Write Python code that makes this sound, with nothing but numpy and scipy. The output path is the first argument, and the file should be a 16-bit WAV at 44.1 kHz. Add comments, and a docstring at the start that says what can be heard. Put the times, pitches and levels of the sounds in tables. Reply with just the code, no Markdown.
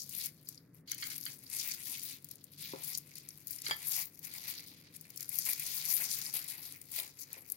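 """At a kitchen table, thin plastic gloves crinkle just above a phone: many tiny bursts of noise and louder snaps.
A spoon scrapes a small glass cup (uneven noise) and drops against the rim of a big bowl (ringing tones).
Glassware is set down with soft thuds and rattles. An appliance hums in the room: tones, low noise and faint air.
The phone's two ports hear differently: the left bright and early, the right dull, resonant and late."""
import sys
import numpy as np
from scipy import signal
from scipy.fft import rfft, irfft
from scipy.io import wavfile
from scipy.ndimage import uniform_filter1d

SR = 44100
rng = np.random.default_rng(int(sys.argv[2]) if len(sys.argv) > 2 else 0)


def store_wav(level_fs):
    """Save 16-bit WAV to argv[1]."""
    pcm = np.round(np.clip(np.atleast_2d(level_fs), -1, 1) * 32767)
    wavfile.write(sys.argv[1], SR, pcm.T.astype(np.int16))


N = 333652  # length in samples

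# Single creases snapping. Each row: time in seconds, relative level in dB.
CREASE_SNAPS = [(0.093, -27), (0.15, -22), (0.259, -22.5), (0.488, -25), (0.916, -19), (0.946, -22),
                (0.982, -28), (1.162, -24), (1.18, -22.5), (1.211, -24), (1.254, -26), (1.5, -30),
                (1.874, -34), (1.923, -30), (2.245, -23.5), (2.288, -32), (2.312, -26), (2.356, -34),
                (2.441, -29), (2.845, -22), (2.934, -35), (2.951, -30), (2.975, -17), (2.982, -21),
                (3.155, -27), (3.182, -28.5), (3.288, -25), (3.471, -20.5), (3.48, -22), (3.508, -19.5),
                (3.619, -20.5), (3.964, -17), (4.055, -20.5), (4.192, -31), (4.249, -24), (4.338, -29),
                (4.599, -28.5), (4.964, -32), (5.011, -32), (5.103, -26.5), (5.16, -26), (5.174, -19.5),
                (5.207, -20), (5.228, -21), (5.292, -19), (5.387, -16), (5.452, -19), (5.457, -19),
                (5.478, -34.5), (5.597, -18), (5.886, -17), (5.923, -24), (6.108, -20), (6.339, -17),
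                (6.369, -30), (6.442, -22), (6.501, -22.5), (6.815, -31), (6.917, -28), (7, -23),
                (7.33, -24.5), (7.5, -20), (7.52, -17)]
# Frequency bands of the plastic film. Each row: centre in Hz, relative level in dB.
FILM_BANDS = [(900, -12), (1600, -10), (2250, 0), (3300, 0.5), (4700, 7), (6600, 2.5), (9000, 5.5),
              (11800, 3), (14500, -1)]
# Hand movements that crumple the film. Each row: peak time in seconds, rise in seconds, fall in seconds,
# relative peak level in dB, lower bands against the top in dB.
HAND_MOVES = [(0.0, 0.12, 0.047, -49.5, -20), (0.243, 0.14, 0.044, -40, -8), (.5, 0.076, 0.069, -56, -13),
              (.77, 0.043, 0.045, -65, -12), (.9, 0.028, 0.069, -51, -3), (1.099, 0.12, 0.11, -44.5, -5),
              (1.286, 0.08, 0.083, -47.5, -8), (1.604, .11, 0.17, -39.5, -5),
              (1.939, 0.28, 0.034, -44.5, -5.5), (2.088, 0.23, 0.088, -45, -5),
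              (2.331, 0.09, 0.023, -59.5, -2.5), (2.53, 0.018, 0.022, -55.5, -4),
              (2.617, 0.045, 0.24, -51, 2), (2.891, 0.13, 0.094, -44, -7), (3.17, 0.018, 0.064, -56, -0.5),
              (3.3, 0.11, 0.052, -67, 3.5), (3.42, 0.12, 0.01, -58, -34), (3.521, 0.036, 0.089, -47, -11),
              (3.688, 0.056, 0.055, -43.5, -1.5), (3.97, 0.19, 0.081, -38, -8),
              (4.253, 0.028, 0.064, -48, -4), (4.394, .1, 0.069, -47.5, -3), (4.472, 0.05, 0.1, -45.5, 0),
              (4.587, 0.043, 0.057, -52.5, 1), (4.96, 0.03, 0.019, -54, -9), (5.029, 0.032, 0.21, -63, -5),
              (5.211, 0.054, 0.06, -48.5, -9.5), (5.361, 0.067, 0.13, -40.5, -11.5),
              (5.467, 0.018, 0.098, -35, -7), (5.749, 0.23, 0.1, -40, -7),
              (5.91, 0.055, 0.17, -37.5, -10.5), (6.118, 0.47, 0.21, -39, -8),
              (6.36, 0.03, 0.043, -37.5, -8.5), (6.51, 0.043, 0.05, -43.5, -11),
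              (6.65, 0.11, 0.13, -51, -5), (6.991, 0.084, 0.022, -39.5, -7.5),
              (7.029, 0.034, 0.065, -48, -3.5), (7.222, 0.038, 0.025, -42.5, -22),
              (7.332, 0.076, 0.13, -54.5, -8), (7.51, 0.053, 0.016, -54.5, -16)]
# Faint rustle between movements. Each row: time in seconds, relative level in dB, lower bands against top in dB.
IDLE_RUSTLE = [(0, -51, -21), (.6, -76.5, 1), (.85, -92, -11), (1.45, -58, -6.5), (2.4, -69.5, 0.5),
               (3.1, -62, -2.5), (4.15, -62, -7), (4.702, -58.5, 0), (4.9, -69, 6), (6.26, -55.5, -22),
               (6.325, -62, -5), (6.4, -50, -4.5), (6.85, -62, -4), (7.56, -69, -1)]
# Extra level of the film bands below BODY_TOP_HZ. Each row: time in seconds, level in dB.
BODY_LEVEL = [(0, -4), (.6, 3), (2.0, -2), (2.4, -12.5), (2.8, 0.5), (4.0, 3.5), (4.7, 0.5), (5.2, 2.5),
              (5.7, 1.5), (6.7, 4.5), (7.0, 2), (7.3, 8), (7.56, 3.5)]
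# Small narrow ticks. Each row: time in seconds, relative level in dB, pitch in Hz.
SMALL_TICKS = [(0.4707, -46.5, 4840), (0.5751, -45.5, 5020), (.916, -23, 6380), (1.2286, -50, 5200),
               (1.464, -47, 4700), (1.865, -51.5, 2080), (2.95, -40, 5100), (3.154, -48.5, 4670),
               (3.304, -43.5, 5650), (3.5294, -45, 5000), (3.586, -36.5, 5770), (5.774, -35, 4800),
               (6.262, -33, 5160), (6.984, -41, 2330), (6.997, -37.5, 3570), (7.19, -34.5, 7200),
               (7.231, -40, 6440)]
# Spoon strokes on the cup. Each row: time in seconds, relative level in dB,
# time to fall 60 dB in seconds, treble tilt in dB per octave.
SPOON_SCRAPES = [(0.873, -56.5, 0.66, 11), (0.912, -45, 0.062, -3), (1.0214, -41, 0.16, -1),
                 (1.1118, -42, 0.04, 4), (1.261, -36, 0.036, 6), (1.267, -55, 0.19, 1),
                 (3.663, -41.5, 0.12, 3), (3.688, -45, 0.035, -6.5)]
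# Resonances of the glass cup. Each row: centre in Hz, width in Hz, relative level in dB.
CUP_BANDS = [(1690, 600, 2), (2160, 200, 5), (3130, 370, 4), (4480, 780, 3.5), (6550, 690, -3.5)]
# Spoon blows on the bowl. Each row: time in seconds, relative level in dB.
BOWL_BLOWS = [(3.7103, -21.5)]
# Ringing tones of the bowl. Each row: pitch in Hz, relative level in dB, time to fall 60 dB in seconds.
BOWL_MODES = [(880, -7, 0.08), (1370, 2, 0.05), (1758, 5.5, 0.13), (2040, -4, 0.15), (2244, -0.5, 0.08),
              (3217, 9.5, 0.058), (3330, 7, 0.039), (3370, -4, 0.032), (4770, 2, 0.067), (4800, -6, 0.16),
              (4050, -8, 0.04), (6994, 3.5, 0.035)]
# Glass set down. Each row: time in seconds, relative level in dB, hardness from 0 to 1.
GLASS_KNOCKS = [(2.735, -27.5, 0.08), (3.688, -38, 0.13), (3.708, -44, 0.05), (5.471, -47.5, 0.27),
                (5.998, -47.5, 0.68), (6.336, -52.5, 0.74), (6.979, -48.5, 0.78), (7.368, -45.5, 0.18)]
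# Ringing tones of the table. Each row: pitch in Hz, relative level in dB, time to fall 60 dB in seconds.
TABLE_MODES = [(373, 5, 0.018), (527, -13, 0.13), (287, -13, 0.096), (964, -7.5, 0.03)]
# Noise bands of the hum. Each row: centre in Hz, width in Hz, relative level in dB.
HUM_BANDS = [(120.9, 5.6, -7.5), (191, 56, -6.5), (277, 59, -6)]
# Slow level of the hum. Each row: time in seconds, level in dB.
HUM_LEVEL = [(0, -61.5), (3, -65.5), (6.2, -65), (7.57, -71.5)]
# A wandering drone. Each row: time in seconds, centre pitch in Hz, level in dB.
DRONE_PATH = [(0, 141.4, -63), (.7, 160.2, -60.5), (1.5, 137.5, -65.5), (2.8, 149.2, -61.5),
              (4.0, 155.7, -66), (5.7, 151.9, -64.5), (7.56, 140, -72.5)]
# Colour of the air noise. Each row: frequency in Hz, relative level in dB.
AIR_COLOUR = [(25, -19), (60, -6), (300, -3.5), (500, -10), (800, -24.5), (2000, -25), (6000, -68),
              (16000, -49)]
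# Colour of each phone port. Each row: frequency in Hz, gain in dB.
LEFT_COLOUR = [(200, -2), (1200, 4.5), (2200, 1), (3000, 2.5), (5500, 2), (6800, 1), (8000, -6),
               (11500, 6.5), (13500, 6.5), (15500, 9)]
RIGHT_COLOUR = [(200, -3.5), (700, -2), (1400, 2.5), (2200, 6), (3000, -6), (4800, 6.5), (5200, -5.5),
                (6000, -15), (8000, -13), (12000, -7.5), (15500, -19.5)]

BODY_TOP_HZ, LOW_TOP_HZ = 3000, 6000  # tops of the film's body bands and of its lower bands
EDGE_DB, LOW_EDGE_DB = 14, 13  # drop one rise before or one fall after a peak: top and lower bands
ROUNDNESS = 2.31  # power of that slope
TICK_CYCLES, TICK_WIDTH = 93, 0.21  # cycles to fall 60 dB; band width as a share of the pitch
AIR_DB = -63
STEADY_HZ, STEADY_DB = 99, -73.5
DRONE_WIDTH_HZ = 18.4
PORT_LAG_S = 0.0003
ROOM_T60_S, ROOM_DB = .22, -15
TOP_HZ = 15900  # hardly anything passes above this


def gloves():
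    """Creases buckle at random, more often the harder the hand moves; each pop is a short burst with its own colour."""
    time = np.arange(N) / SR
    coarse = time[::100]
    level_db, low_db = (np.interp(time, coarse, db) for db in effort(coarse))
    rate = np.clip(1600 * undb(0.54 * (level_db + 49.0)), 1050, 8000)  # pops a second
    pops = np.flatnonzero(rng.random(N) < rate / SR)
    size = undb(np.minimum(2.0 * rng.exponential(size=N), 9))[pops]
    # quieter pops where they crowd together, so the rate alone does not raise the level
    evening = np.sqrt(np.mean(rate) / rate[pops]) / np.sqrt(np.mean(size ** 2))
    body_db = np.interp(time, *np.transpose(BODY_LEVEL))
    snap_s, snap_db = np.transpose(CREASE_SNAPS)
    snap_low_db = np.interp(snap_s, time, low_db) - 30
    tint = rng.standard_normal((len(snap_s), len(FILM_BANDS)))  # each snap has its own colour
    out = 0
    for k, (hz, db) in enumerate(FILM_BANDS):
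        low, body = hz < LOW_TOP_HZ, hz < BODY_TOP_HZ
        pop_tint_db = (4.5 if low else 6.5) * np.minimum(rng.standard_normal(N)[pops], 2)
        pop_size = size ** (1 if low else 1.6) * undb(pop_tint_db) * evening
        # bursts add as power: 9 ms is the time for the power to fall to a thousandth
        burst_power = swell(spikes(pops / SR, pop_size ** 2), .0005, .009)
        # other folds take over many times a second, so the colour keeps changing
        gain = undb(level_db + low * low_db + body * body_db + 3.27 * drift(30) - 4.0)
        crackle = unit(np.sqrt(np.abs(burst_power))) * gain
        crisp = spikes(pops / SR, pop_size)
        band_snap_db = snap_db + low * snap_low_db + 4.0 * tint[:, k] - 5.0 * (hz < 8000) - 13.0
        snap = spikes(snap_s, undb(band_snap_db))
        # the instant of buckling: bare spikes of random sign
        instant = undb(16.0) * snap + undb(10.0 - 8.6 * low) * crisp * gain
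        flick = pair(instant) * np.sign(rng.standard_normal((2, N)))
        width = np.clip((0.36 if body else 0.51) * hz, 480, 3000)
        film = grit(hz, 2900) * (crackle + swell(snap, 0.0021, 0.014)) + flick
        out = out + undb(db) * band(film, hz, width) * np.sqrt(SR / 2 / width / len(FILM_BANDS))
    return out


def effort(time):
    """Rustle level of the top, and of the lower bands against it: movements swell and fade over the idle rustle."""
    idle_s, idle_db, idle_low_db = np.transpose(IDLE_RUSTLE)
    top = undb(2 * np.interp(time, idle_s, idle_db))  # doubled dB gives power
    low = undb(2 * np.interp(time, idle_s, idle_db + idle_low_db))
    for peak, rise, fall, db, low_db in HAND_MOVES:
        away = np.maximum((peak - time) / rise, (time - peak) / fall) ** ROUNDNESS
        top = top + undb(2 * (db - EDGE_DB * away))
        low = low + undb(2 * (db + low_db - LOW_EDGE_DB * away))
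    return 10 * np.log10(top), 10 * np.log10(low / top)


def ticks():
    """Tiny ticks, each a short burst in a narrow band of its own; lower ones last longer."""
    out, noise = np.zeros((2, N)), grit(6700, 2000)
    for s, db, hz in SMALL_TICKS:
        start, width = int(s * SR), TICK_WIDTH * hz
        span = slice(start, start + SR // 10)
        burst = swell(spikes([0], [undb(db)]), 0.002, TICK_CYCLES / hz)[:SR // 10]
        out[:, span] += band(burst * noise[:, span], hz, width) * np.sqrt(SR / 2 / width)
    return out


def spoon():
    """Steel chatters on the paste-damped cup, then strikes the bowl and rattles briefly on its rim."""
    strokes = np.array([swell(spikes([s], [undb(db)]), 0.0041, t60) for s, db, t60, _ in SPOON_SCRAPES])
    tilt = np.array(SPOON_SCRAPES)[:, 3]
    slip = undb(2.9 * drift(250))  # the edge sticks and slips
    cup = 0
    for hz, width, db in CUP_BANDS:
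        chatter = grit(hz, 1700) * slip
        flutter = undb(1.8 * drift(45))  # each resonance wavers by itself
        strength = undb(db + 6.5 + tilt * np.log2(hz / BODY_TOP_HZ)) @ strokes
        cup = cup + band(chatter * flutter * strength, hz, width)
    s, db = np.transpose(BOWL_BLOWS)
    blow = spikes(s, undb(db))
    tick = undb(-7.0) * band(fade(blow, 0.053) * grit(3500, 2000), 2700, 4600)
    rattle = undb(-32.5) * fade(blow, 0.16) * rng.standard_normal(N)
    bowl = undb(-19.5) * pair(ring(blow + rattle, BOWL_MODES))
    return cup + tick + bowl


def knocks():
    """Glass meets the table; a harder contact is a shorter push with more rattle."""
    push, rattle = 0, 0
    for s, db, hardness in GLASS_KNOCKS:
        hard = np.clip(hardness, 0, 1)
        blow = spikes([s], [undb(db - 3.0)])
        soft = np.exp(-2 * np.pi * 600 * 4 ** hard / SR)  # smoothing from 600 Hz up to 2400 Hz
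        push = push + (1 - hard) * signal.lfilter([1 - soft], [1, -soft], blow)
        rattle = rattle + hard * blow
    thud = band(band(pair(ring(push, TABLE_MODES)), 1036, 1560), 890, 1530)
    clatter = undb(13.5) * band(swell(rattle, 0.0015, 0.32) * grit(710, 3400), 640, 650)
    return thud + clatter


def kitchen():
    """A tone of steady pitch, a wandering drone and a wavering hum in the low room resonances over faint air noise."""
    time = np.arange(N) / SR
    air = np.array([colour(x, AIR_COLOUR) for x in grit(690, 1070, near=False)])
    out = undb(AIR_DB) * air * np.sqrt(SR / 2 / 500)
    for hz, width, db in HUM_BANDS:
        wave_db = np.interp(time, *np.transpose(HUM_LEVEL)) + 2.0 * drift(2.204)
        out = out + undb(db + wave_db) * unit(band(grit(hz, 1400, near=False), hz, width))
    s, hz, db = np.transpose(DRONE_PATH)
    # slow noise on a sine and a cosine blurs the drone into a narrow band
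    slow = signal.butter(2, DRONE_WIDTH_HZ / 2, fs=SR, output="sos")
    waver = signal.sosfilt(slow, rng.standard_normal((2, N)))
    turn = 2 * np.pi * np.cumsum(np.interp(time, s, hz)) / SR
    blurred = unit(waver[0] * np.cos(turn) + waver[1] * np.sin(turn))
    drone = undb(np.interp(time, s, db)) * blurred
    tone = undb(STEADY_DB + 1.8 * drift(5)) * np.sqrt(2) * np.sin(2 * np.pi * STEADY_HZ * time)
    return out + drone + tone


def undb(db):
    """Decibels to gain."""
    return 10 ** (np.asarray(db) / 20)


def unit(x):
    """Scale to an average (rms) level of 1."""
    return x / np.sqrt(np.mean(x ** 2))


def colour(x, points):
    """Filter with the gain of the (Hz, dB) points, built from the cepstrum so nothing sounds before its cause."""
    hz, db = np.transpose(points)
    grid = np.maximum(np.linspace(0, SR / 2, 2049), 1)
    log_gain = np.interp(np.log(grid), np.log(hz), db) * np.log(10) / 20
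    cepstrum = irfft(log_gain)
    cepstrum[1:2048] *= 2  # fold the backward half onto the forward half
    cepstrum[2049:] = 0
    return signal.oaconvolve(x, irfft(np.exp(rfft(cepstrum))))[:N]


def band(x, hz, width):
    """Keep a band of the given width around hz."""
    edges = np.clip([hz - width / 2, hz + width / 2], 10, .49 * SR)
    return signal.sosfilt(signal.butter(2, edges, "bandpass", fs=SR, output="sos"), x)


def spikes(s, size):
    """One sample of the given size at each time in seconds."""
    return np.bincount(np.clip(np.asarray(s) * SR, 0, N - 1).astype(int), size, N)


def fade(x, t60):
    """Every spike dies away exponentially, to a thousandth in t60 seconds."""
    keep = 1000 ** (-1 / (max(t60, 1e-4) * SR))
    return signal.lfilter([1], [1, -keep], x)


def swell(x, rise, t60):
    """Spikes that build up over rise seconds before they die away."""
    size = max(int(rise * SR), 1)
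    hump = np.hanning(size + 2)[1:-1] * 2 / (size + 1)
    return signal.oaconvolve(fade(x, t60), hump)[:N]


def drift(rate):
    """Random levels held 1 / rate seconds, with smooth slides between; spread near 1."""
    size = int(SR / rate)
    held = np.repeat(rng.standard_normal(N // size + 1), size)
    return 1.25 * uniform_filter1d(held, size)[:N]


def ring(push, modes):
    """Decaying tones set going by a push."""
    out = 0
    for hz, db, t60 in modes:
        pole = np.exp(2j * np.pi * hz / SR - np.log(1000) / (t60 * SR))
        out = out + undb(db) * signal.lfilter([1], [1, -pole], push).imag
    return out


def pair(x):
    """The right port is further from the hands, so it hears the sound later."""
    lag = int(PORT_LAG_S * SR)
    return np.array([x, np.concatenate([np.zeros(lag), x[:N - lag]])])


def grit(hz, alike_hz, near=True):
    """Noise for both ports, less alike the higher hz is against alike_hz; far sound reaches both at once."""
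    shared, own = rng.standard_normal(N), rng.standard_normal(N)
    like = 1 / (1 + (hz / alike_hz) ** 2)
    both = pair(shared) if near else np.array([shared, shared])
    return both * [[1], [like]] + np.sqrt(1 - like ** 2) * own * [[0], [1]]


def scene():
    """Close sounds with a short room tail of fading noise, over the hum."""
    near = gloves() + ticks() + spoon() + knocks()
    tail = rng.standard_normal((2, SR // 2)) * 1000 ** (-np.arange(SR // 2) / SR / ROOM_T60_S)
    tail = signal.lfilter([1], [1, -.5], tail)  # the walls swallow treble
    tail[:, :SR // 200] = 0  # no echo in the first 5 ms
    tail /= np.sqrt(np.sum(tail[0] ** 2))
    room = undb(ROOM_DB) * signal.oaconvolve(near, tail, axes=1)[:, :N]
    return near + room + kitchen()


def record(dry):
    """Each port colours the sound in its own way; the top is cut."""
    ports = np.array([colour(dry[0], LEFT_COLOUR), colour(dry[1], RIGHT_COLOUR)])
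    return signal.sosfilt(signal.ellip(10, .2, 60, TOP_HZ, fs=SR, output="sos"), ports)


dry = scene()
out = record(dry)
store_wav(out)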